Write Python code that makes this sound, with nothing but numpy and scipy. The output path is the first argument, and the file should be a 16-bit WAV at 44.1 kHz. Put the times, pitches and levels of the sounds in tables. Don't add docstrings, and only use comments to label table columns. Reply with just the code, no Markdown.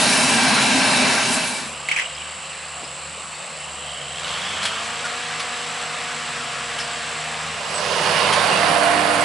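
import sys
import numpy as np
from scipy import signal
from scipy.fft import rfft, irfft, next_fast_len
from scipy.io import wavfile
from scipy.ndimage import uniform_filter1d, map_coordinates

SR = 44100
rng = np.random.default_rng(int(sys.argv[2]) if len(sys.argv) > 2 else 0)


def unload_audio(sound):
    columns = np.transpose(np.atleast_2d(sound))
    steps = np.round(np.clip(columns, -1, 1) * 32767)
    wavfile.write(sys.argv[1], SR, steps.astype(np.int16))


N = 407484
T = np.arange(N) / SR
EDGE_HZ = 11090

# (f/Hz, level/dB)
CHOP_COLOUR = [(40, -44), (90, -19), (135, -10.5), (240, -2.5), (345, -13.5), (520, -12), (600, -9.5),
               (1000, -6), (1260, -11), (1560, -10.5), (2700, -7.5), (3350, -13), (4200, -10.5),
               (6400, -18.5), (11000, -28)]
# (f/Hz, width/Hz, level over the roar/dB)
HOUSING_RESONANCES = [(243, 24, 7), (398, 18, 10), (630, 50, 6), (790, 35, 5), (930, 170, 2), (1380, 50, 5),
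                      (1555, 60, 7), (1690, 110, 4), (2335, 110, 6), (2480, 90, -4), (2625, 130, 4),
                      (3900, 250, 4), (5450, 600, 3)]
# (f/Hz, level/dB)
CROP_COLOUR = [(2000, -22), (3500, -9), (5000, -4), (6500, -3), (8000, -1), (9000, 0), (11000, -3)]
# (t/s, bell width/s, extra hiss level/dB)
CROP_WADS = [(.05, 0.32, 4.5), (1.32, 0.11, 4.5), (1.52, 0.22, 3.5)]
# (multiple of the cutter rate, level/dB)
KNIFE_LINES = [(1, 1.5), (6, -1.5)]
# (multiple of the firing rate, level/dB)
CHOP_ENGINE_LINES = [(1, -1), (3, -1.5)]
CHOP_DB, CROP_DB, CUTTER_DB = -17, -27, -36
CUTTER_HZ, CUTTER_SAG_HZ_PER_S2 = 268, 6.5
BLOWER_HZ, BLOWER_DB = 245.4, -35
CHOP_FIRING_HZ, CHOP_ENGINE_DB = 133, -42


def harvester():
    roar = amp(CHOP_DB) * rush(CHOP_COLOUR, patchy_db=1.35, side_db=-10.0, peaks=HOUSING_RESONANCES)
    crop_db = CROP_DB + swells(CROP_WADS) + 1.1 * drift(40.35)
    crop = amp(crop_db) * rush(CROP_COLOUR, patchy_db=2.5, side_db=-13.0)
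    cutter_hz = CUTTER_HZ - CUTTER_SAG_HZ_PER_S2 * T ** 2
    knives = amp(CUTTER_DB) * hum(cutter_hz, KNIFE_LINES, waver=0.00795, flutter_db=4.5)
    blower = amp(BLOWER_DB) * hum(BLOWER_HZ, [(1, 0)], waver=.013, flutter_db=1.5)
    engine = amp(CHOP_ENGINE_DB) * hum(CHOP_FIRING_HZ, CHOP_ENGINE_LINES, waver=0.0084, flutter_db=2.5)
    return roar + crop + knives + blower + engine


# (f/Hz, level/dB)
PASS_COLOUR = [(40, -40), (70, -33), (95, -22), (160, -6), (215, -17.5), (340, -12), (450, -4.5),
               (1050, -3.5), (1350, -5), (2900, -9), (4800, -14), (6500, -22.5), (8500, -24), (11000, -33)]
# (f/Hz, width/Hz, level over the roar/dB)
PANEL_RESONANCES = [(602, 67, 6.5), (1010, 35, 3.5), (1072, 44, 7.5), (2530, 34, 5.5), (2850, 85, 6.5),
                    (4600, 490, 3)]
# (f/Hz, level/dB)
PIPE_COLOUR = [(100, -34), (250, -10), (370, -13.5), (480, -17), (610, -3), (700, 0.5), (850, -6),
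               (1200, -7.5), (1900, -8), (3000, -21), (6000, -42)]
# (multiple of the firing rate, level/dB)
NEAR_LINES = [(0.98, -2), (2, 3.1), (7 / 3, -7)]
# (multiple of the firing rate, level/dB)
FRONT_LINES = [(3 / 2, 1), (4, 2.1), (6, 6.2), (9, 9.4), (10, 6)]
# (multiple of the driveline rate, level/dB)
DRIVE_LINES = [(1, -1), (3, 5.5)]
# (multiple of the firing rate, level/dB)
PIPE_LINES = [(3, -9.5), (7, -.5), (8, -13)]
# (f/Hz, level/dB)
STALK_COLOUR = [(3000, -30), (7000, -8), (8700, -2), (10400, -2.5), (11000, -2.5)]
# (f/Hz, level/dB)
GRILLE_COLOUR = [(3000, -18), (5000, 4), (6500, -2), (9000, -16)]
# (f/Hz, left minus right level/dB)
PASS_LEAN = [(60, 0), (190, -1.5), (350, -5), (1100, -7), (2000, -8), (3600, -8), (6500, -7.5),
             (11000, 2.5)]
PASS_S, PASS_HALF_S, PASS_DB = 8.15, 0.724, -18
FIRING_HZ, DOPPLER_HZ, NEAR_TONES_DB = 100.1, 1.2, -43
TURN_S, TURN_LENGTH_S = 8.31, 0.43
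PIPE_DB, PIPE_TONE_DB, PIPE_AHEAD = -20.5, -25, 0.25
DRIVE_PER_FIRING, DRIVE_DB = 1.636, -41
STUBBLE_DB, STUBBLE_DB_PER_S = -34, 2.5
GRILLE_S, GRILLE_WIDTH_S, GRILLE_DB = 7.82, 0.35, -29


def near_tractor():
    along = (T - PASS_S) / PASS_HALF_S
    nearness = 1 / np.hypot(1, along)
    firing_hz = FIRING_HZ - DOPPLER_HZ * along * nearness
    turned = ramp(TURN_S, TURN_LENGTH_S)
    facing = PIPE_AHEAD + (1 - PIPE_AHEAD) * turned
    firing = np.cos(2 * np.pi * np.cumsum(firing_hz) / SR)

    roar = amp(PASS_DB) * rush(PASS_COLOUR, patchy_db=1.0, side_db=-9.0, peaks=PANEL_RESONANCES)
    roar *= nearness * (1 + 0.13 * firing)
    pipe = amp(PIPE_DB) * facing * rush(PIPE_COLOUR, patchy_db=1.2, side_db=-2.5, peaks=[(695, 90, 2)])

    all_round = hum(firing_hz, NEAR_LINES, waver=.003, flutter_db=1.8)
    front = (1 - turned) * hum(firing_hz, FRONT_LINES, waver=0.00303, flutter_db=1.5)
    tones = amp(NEAR_TONES_DB) * (all_round + front)
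    tones += amp(DRIVE_DB) * hum(DRIVE_PER_FIRING * firing_hz, DRIVE_LINES, waver=0.0043, flutter_db=0)
    tones += amp(PIPE_TONE_DB) * facing ** 2 * hum(firing_hz, PIPE_LINES, waver=0.00794, flutter_db=1.5)

    stubble_db = STUBBLE_DB + STUBBLE_DB_PER_S * (T - PASS_S) + 1.41 * drift(250)
    stubble = amp(stubble_db) * rush(STALK_COLOUR, patchy_db=2.5, side_db=-4.5)
    grille = rush(GRILLE_COLOUR, patchy_db=1.0, side_db=-16)
    grille *= swells([(GRILLE_S, GRILLE_WIDTH_S, amp(GRILLE_DB))])
    tractor = roar + pipe + tones + stubble + grille
    return colour(tractor, lambda hz: np.outer([.5, -.5], read(PASS_LEAN, hz)) - .6)


# (t/s, level/dB, ring f/Hz)
CLACK_HITS = [(1.887, -10.5, 2150), (1.9137, -10.5, 2220), (1.916, -10, 2340), (1.9625, -11, 2280),
              (1.9655, -16, 2480), (1.975, -15, 2200), (1.987, -11.5, 1940), (1.9964, -12, 1960),
              (2.002, -18, 2120), (2.018, -20, 2060)]
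# (f/Hz, level/dB)
CLACK_TAIL_COLOUR = [(400, -37), (1100, -2), (1700, 2), (2100, 8), (2900, 7), (3700, -10), (6500, -11),
                     (11000, -31)]


def clacks():
    out, t = np.zeros((2, N)), T[:SR // 5]
    for s, db, hz in CLACK_HITS:
        rise = t / 0.0012
        swell = rise ** 2 * np.exp(2 - 2 * rise)
        ring = swell * np.sin(2 * np.pi * hz * t)
        snap = 0.16 * rng.standard_normal(len(t)) * np.exp(-t / 0.006)
        scatter = unit(colour(rng.standard_normal((2, len(t))), lambda f: read(CLACK_TAIL_COLOUR, f)))
        tail = amp(-10.5) * scatter * np.minimum(t / 0.0047, 1) * np.exp(-t / 0.028)
        add(out, s, amp(db) * (ring + snap + tail))
    return out


# (t/s, level before fading/dB, decay/s, ring f/Hz)
RATTLE_HITS = [(4.626, -24, 0.038, 4170), (4.649, -16.5, 0.019, 3250), (4.848, -27, 0.018, 3000),
               (5.049, -23, 0.019, 1500), (5.393, -24.5, 0.015, 3580), (5.399, -24.5, 0.016, 4550),
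               (6.782, -23.5, 0.024, 3130), (6.798, -25, 0.018, 5140), (8.324, -16.5, 0.02, 3180),
               (8.328, -20, 0.016, 9900)]
# (f/Hz, level/dB)
STEEL_COLOUR = [(300, -23), (900, 1), (1700, 4), (3500, -0.5), (5200, 0), (7000, -6), (10500, -6.5),
                (13000, -49)]
# (t/s, length/s, f/Hz, level/dB)
JOINT_SQUEAKS = [(2.058, 0.008, 2930, -25.5), (2.148, 0.013, 5000, -37.5), (2.175, .012, 3250, -35),
                 (2.214, 0.01, 2990, -31), (2.346, .01, 3050, -39), (2.845, .014, 5020, -38),
                 (3.338, .018, 4400, -42), (5.037, .03, 1492, -28.5), (7.727, 0.08, 8020, -30),
                 (8.487, .02, 2970, -30), (8.508, 0.03, 2760, -24), (8.505, .02, 8000, -37),
                 (8.57, .022, 2760, -25.5), (9.202, 0.027, 8000, -30.5)]
RATTLE_ATTACK_S, RATTLE_RING_DB, RATTLE_RING_WIDTH_HZ = 0.0056, 12, 220


def wagons():
    out, t = np.zeros(N), T[:SR // 5]
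    for s, db, decay, ring_hz in RATTLE_HITS:
        chatter = rng.standard_normal(len(t)) * amp(1.3 * drift(268)[:len(t)])

        def steel_db(hz):
            offset = (hz - ring_hz) / RATTLE_RING_WIDTH_HZ
            return read(STEEL_COLOUR, hz) + RATTLE_RING_DB / (1 + offset ** 2)

        ring = unit(colour(chatter, steel_db))
        add(out, s, amp(db) * ring * np.minimum(t / RATTLE_ATTACK_S, 1) * np.exp(-t / decay))
    for s, length, hz, db in JOINT_SQUEAKS:
        u = t[t < length]
        turns = np.cumsum(hz + 55 * drift(305)[:len(u)]) / SR
        tone = np.sqrt(2) * np.sin(2 * np.pi * turns)
        add(out, s, amp(db) * signal.windows.tukey(len(u), .6) * tone)
    boom = sum(np.sin(2 * np.pi * hz * t) for hz in (255, 323, 416, 487))
    add(out, 2.822, amp(-34.5) * boom * np.minimum(t / 0.008, 1) * np.exp(-t / .016))
    return out + amp(-12) * outdoors(out, t60=0.34)


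# (t/s, bell width/s, load 0-1, speed lost as fan f/Hz)
HARD_PULLS = [(2.08, .3, 0.43, 9), (3.93, .24, 0.49, 12), (4.55, .36, 0.97, 0)]
IDLE_HZ, TOP_HZ, DROOP_HZ_PER_S2 = 180, 241, 1.5
THROTTLE_S, THROTTLE_OPEN_S, REV_S, REV_EASE = 4.12, 0.16, 0.99, 1.4


def fan_speed():
    revs = 1 - (1 - ramp(THROTTLE_S, REV_S)) ** REV_EASE
    droop = DROOP_HZ_PER_S2 * np.maximum(T - THROTTLE_S - REV_S, 0) ** 2
    return IDLE_HZ + (TOP_HZ - IDLE_HZ) * revs - droop - swells(HARD_PULLS, axis=3)


# (f/Hz, level/dB)
FIELD_COLOUR = [(40, -33), (70, -17), (100, -23), (190, -8), (250, -19), (400, -11.5), (520, -6), (950, -6),
                (2100, -7.5), (2700, -5), (3450, -12), (4100, -8.5), (4900, -13), (6200, -19.5),
                (11000, -31)]
# (f/Hz, level/dB)
HAUL_COLOUR = [(50, -45), (130, -18.5), (220, -11), (340, -18), (480, -7.5), (700, -5), (880, -5),
               (1150, 0.5), (1450, -2.5), (2700, -3.5), (4500, -9), (6500, -15), (11000, -25)]
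# (f/Hz, level/dB)
KNOCK_SPECTRUM = [(800, -20), (1600, 0), (2500, 0), (3500, 10), (5500, -12), (8000, -11), (11000, -10)]
# (multiple of the firing rate, level/dB)
LOAD_LINES = [(2, 2), (3, -7)]
# (multiple of the blade rate, level/dB)
FAN_LINES = [(1, -0.5), (2, 4.5), (3, 6.5), (4, -10), (5, -2), (6, -12), (7, 2.5)]
FAN_PER_FIRING, FAN_SLIP_PER_S = 2.37, .025
FIELD_DB, IDLE_YIELD_DB = -36.5, -2
HAUL_DB, HAUL_THROTTLE_DB, HAUL_LOAD_DB = -40, 11, 1
TURBO_HZ, TURBO_LOAD_HZ = 2788, 430
TURBO_DB, TURBO_LOAD_DB = -43.5, 12
FIRING_DB, FIRING_LOAD_DB, LABOUR_DB = -57.5, 8.5, -50.5
FAN_DB, WHINE_DB, SPEED_POWER = -48.6, -50.5, 4.1
KNOCK_DB, KNOCK_PEAK_S, KNOCK_WIDTH_S = -37, 4.28, .2
GROUND_DIP_HZ, GROUND_DIP_WIDTH_HZ, GROUND_DIP_DB = 358, 69, -13.5


def ground_dip(hz):
    return GROUND_DIP_DB / (1 + ((hz - GROUND_DIP_HZ) / GROUND_DIP_WIDTH_HZ) ** 4)


def far_tractors():
    throttle, load, fan_hz = ramp(THROTTLE_S, THROTTLE_OPEN_S), swells(HARD_PULLS), fan_speed()
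    firing_hz = fan_hz / (FAN_PER_FIRING - FAN_SLIP_PER_S * T)
    since_firing = np.cumsum(firing_hz) / SR % 1

    field_peaks = [(604, 40, 2.6), (724, 79, 2.8), (1140, 160, 4.7)]
    air = rush(FIELD_COLOUR, patchy_db=2.1, side_db=-13.0, peaks=field_peaks)
    air *= amp(FIELD_DB + IDLE_YIELD_DB * throttle + HAUL_LOAD_DB * load)
    roar = rush(HAUL_COLOUR, patchy_db=1.0, side_db=-13.5)
    roar *= amp(HAUL_DB + HAUL_THROTTLE_DB * throttle + HAUL_LOAD_DB * load)

    knock = rush(KNOCK_SPECTRUM, patchy_db=3, side_db=-12)
    knock = unit(knock * np.exp(-since_firing / 0.2) * amp(1.2 * drift(80)))
    knock *= swells([(KNOCK_PEAK_S, KNOCK_WIDTH_S, amp(KNOCK_DB))])

    turbo_turns = np.cumsum(TURBO_HZ + TURBO_LOAD_HZ * load) / SR
    turbo = ((drift(650) + 1j * drift(650)) * np.exp(2j * np.pi * turbo_turns)).real
    puffs = 1 + 0.61 * np.cos(2 * np.pi * since_firing)
    turbo = unit(turbo * puffs * amp(2.0 * drift(60)))
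    turbo = turbo * amp(TURBO_DB + TURBO_LOAD_DB * load) * amp([[-1.8], [1.2]])

    speed_gain = (fan_hz / TOP_HZ) ** SPEED_POWER
    exhaust = amp(FIRING_DB + FIRING_LOAD_DB * load) * hum(firing_hz, [(0.99, 0)], waver=0.004, flutter_db=-1.2)
    exhaust += amp(LABOUR_DB) * load * hum(firing_hz, LOAD_LINES, waver=.012, flutter_db=2.5)
    whine = hum(1.5 * firing_hz, [(0.98, 0)], waver=0.0022, flutter_db=0.8)
    whine *= amp(WHINE_DB) * speed_gain ** 2
    fan = amp(FAN_DB) * speed_gain * hum(fan_hz, FAN_LINES, waver=0.0016, flutter_db=0.95)
    engines = colour(exhaust + whine + fan + road_tractor(), ground_dip)
    return air + roar + knock + turbo + engines


# (t/s, bell width/s, firing f lost/Hz)
ROAD_SLOWINGS = [(1.7, .45, 6), (2.88, 0.24, 7.2), (4.08, 0.44, 8), (6.62, .5, 10.4)]
# (multiple of the firing rate, level/dB)
ROAD_LINES = [(1, -6), (2, 0), (3, -13), (7, -4.5), (10, -1.5)]
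ROAD_HZ, ROAD_DB, ROAD_DB_PER_HZ = 77.9, -55, .5
PULL_AWAY_S, PULL_AWAY_HZ, PULL_AWAY_DB = 6.9, 3.94, 9.5


def road_tractor():
    sag, away = swells(ROAD_SLOWINGS), ramp(PULL_AWAY_S, 0.96)
    gain = amp(ROAD_DB + ROAD_DB_PER_HZ * sag + PULL_AWAY_DB * ramp(PULL_AWAY_S, 0.46))
    return gain * hum(ROAD_HZ - sag + PULL_AWAY_HZ * away, ROAD_LINES, waver=0.00468, flutter_db=2.0)


# (f/Hz, level/dB)
WING_COLOUR = [(6300, -36), (7100, -14.5), (7450, -8), (7780, -1.5), (8000, -13), (8350, -11.5),
               (8750, -17), (9600, -29)]


def insects():
    wing = 2 * np.pi * np.cumsum(27.1 * (1 + 0.0148 * drift(5.9))) / SR
    depths = (0.15, 0.18, 0.18, 0.087, 0.13)
    strokes = 1 + sum(depth * np.cos(k * wing + k * k) for k, depth in enumerate(depths, start=1))
    sweep = np.exp(-2j * np.pi * np.cumsum(190 * np.sin(3 * wing + 9)) / SR)
    rasp = (signal.hilbert(rush(WING_COLOUR, patchy_db=-0.5, side_db=-7.5)) * sweep).real

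    stroke = np.cumsum(63.4 * (1 + 0.0039 * drift(7.5))) / SR % 1
    arch = np.sin(np.pi * stroke)
    trill_hz = 8850 + 380 * arch + 80 * drift(700)
    trill = arch * np.sin(2 * np.pi * np.cumsum(trill_hz) / SR)
    return amp(-38) * unit(rasp * strokes) + amp(-54) * unit(trill)


def outdoors(x, t60):
    t = T[:SR // 2]
    tail = rng.standard_normal((2, len(t))) * amp(-60 * t / t60) * (t > .003)
    return signal.oaconvolve(x[None], tail / np.linalg.norm(tail[0]), axes=1)[:, :N]


def rush(spectrum, patchy_db, side_db, peaks=()):
    frames, hz = N // 512 + 5, np.fft.rfftfreq(2048, 1 / SR)
    a, b, c, d, patches = rng.standard_normal((5, frames, len(hz)))
    patches = uniform_filter1d(patches, size=7, axis=0)
    patches = unit(uniform_filter1d(patches, size=12, axis=1))
    shape_db = read(spectrum, hz)
    shape_db = shape_db + sum(db / (1 + (2 * (hz - f) / width) ** 2) for f, width, db in peaks)
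    mid, side = a + 1j * b, amp(side_db) * (c + 1j * d)
    z = np.array([mid + side, mid - side]) * amp(shape_db + patchy_db * patches) * (hz < EDGE_HZ)
    return unit(signal.istft(z.swapaxes(1, 2), nperseg=2048, noverlap=1536)[1][:, :N])


def hum(hz, orders, waver, flutter_db):
    turns = np.cumsum(hz * (1 + waver * drift(18))) / SR
    total = 0
    for multiple, db in orders:
        gain = amp(db + flutter_db * drift(11))
        total = total + gain * np.sin(2 * np.pi * (multiple * turns + rng.random()))
    return np.sqrt(2) * total


def drift(rate):
    knots = np.tanh(rng.standard_normal(12000))
    places = np.minimum(T[::16] * rate, len(knots) - 1)
    return unit(map_coordinates(knots, [places], order=2)).repeat(16)[:N]


def ramp(start, length):
    return np.clip((T - start) / length, 0, 1)


def swells(rows, axis=2):
    return sum(row[axis] * np.exp(-((T - row[0]) / row[1]) ** 2) for row in rows)


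def colour(x, gain_db):
    size = next_fast_len(x.shape[-1] + 2048)
    gain = amp(gain_db(np.fft.rfftfreq(size, 1 / SR)))
    return irfft(rfft(x, size) * gain, size)[..., :x.shape[-1]]


def read(points, hz):
    f, value = np.transpose(points)
    return np.interp(np.log(hz + 1), np.log(f), value)


def add(mix, s, sound):
    part = mix[..., round(s * SR):][..., :sound.shape[-1]]
    part += sound[..., :part.shape[-1]]


def amp(db):
    return 10 ** (np.asarray(db) / 20)


def unit(x):
    return x / np.sqrt(np.mean(x ** 2) + 1e-20)


TO_FIELD_S, TO_WAGON_S, FADE_S = 1.07, 7.48, 0.71


def scene():
    to_field, to_wagon = ramp(TO_FIELD_S, FADE_S), ramp(TO_WAGON_S, FADE_S)
    field = (far_tractors() + insects()) * to_field * (1 - to_wagon)
    return harvester() * (1 - to_field) + field + near_tractor() * to_wagon + clacks() + wagons()


def record(dry):
    low_pass = signal.firwin(1023, EDGE_HZ, window=("kaiser", 9), fs=SR)
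    return signal.oaconvolve(dry, low_pass[None], "same")


dry = scene()
out = record(dry)
unload_audio(out)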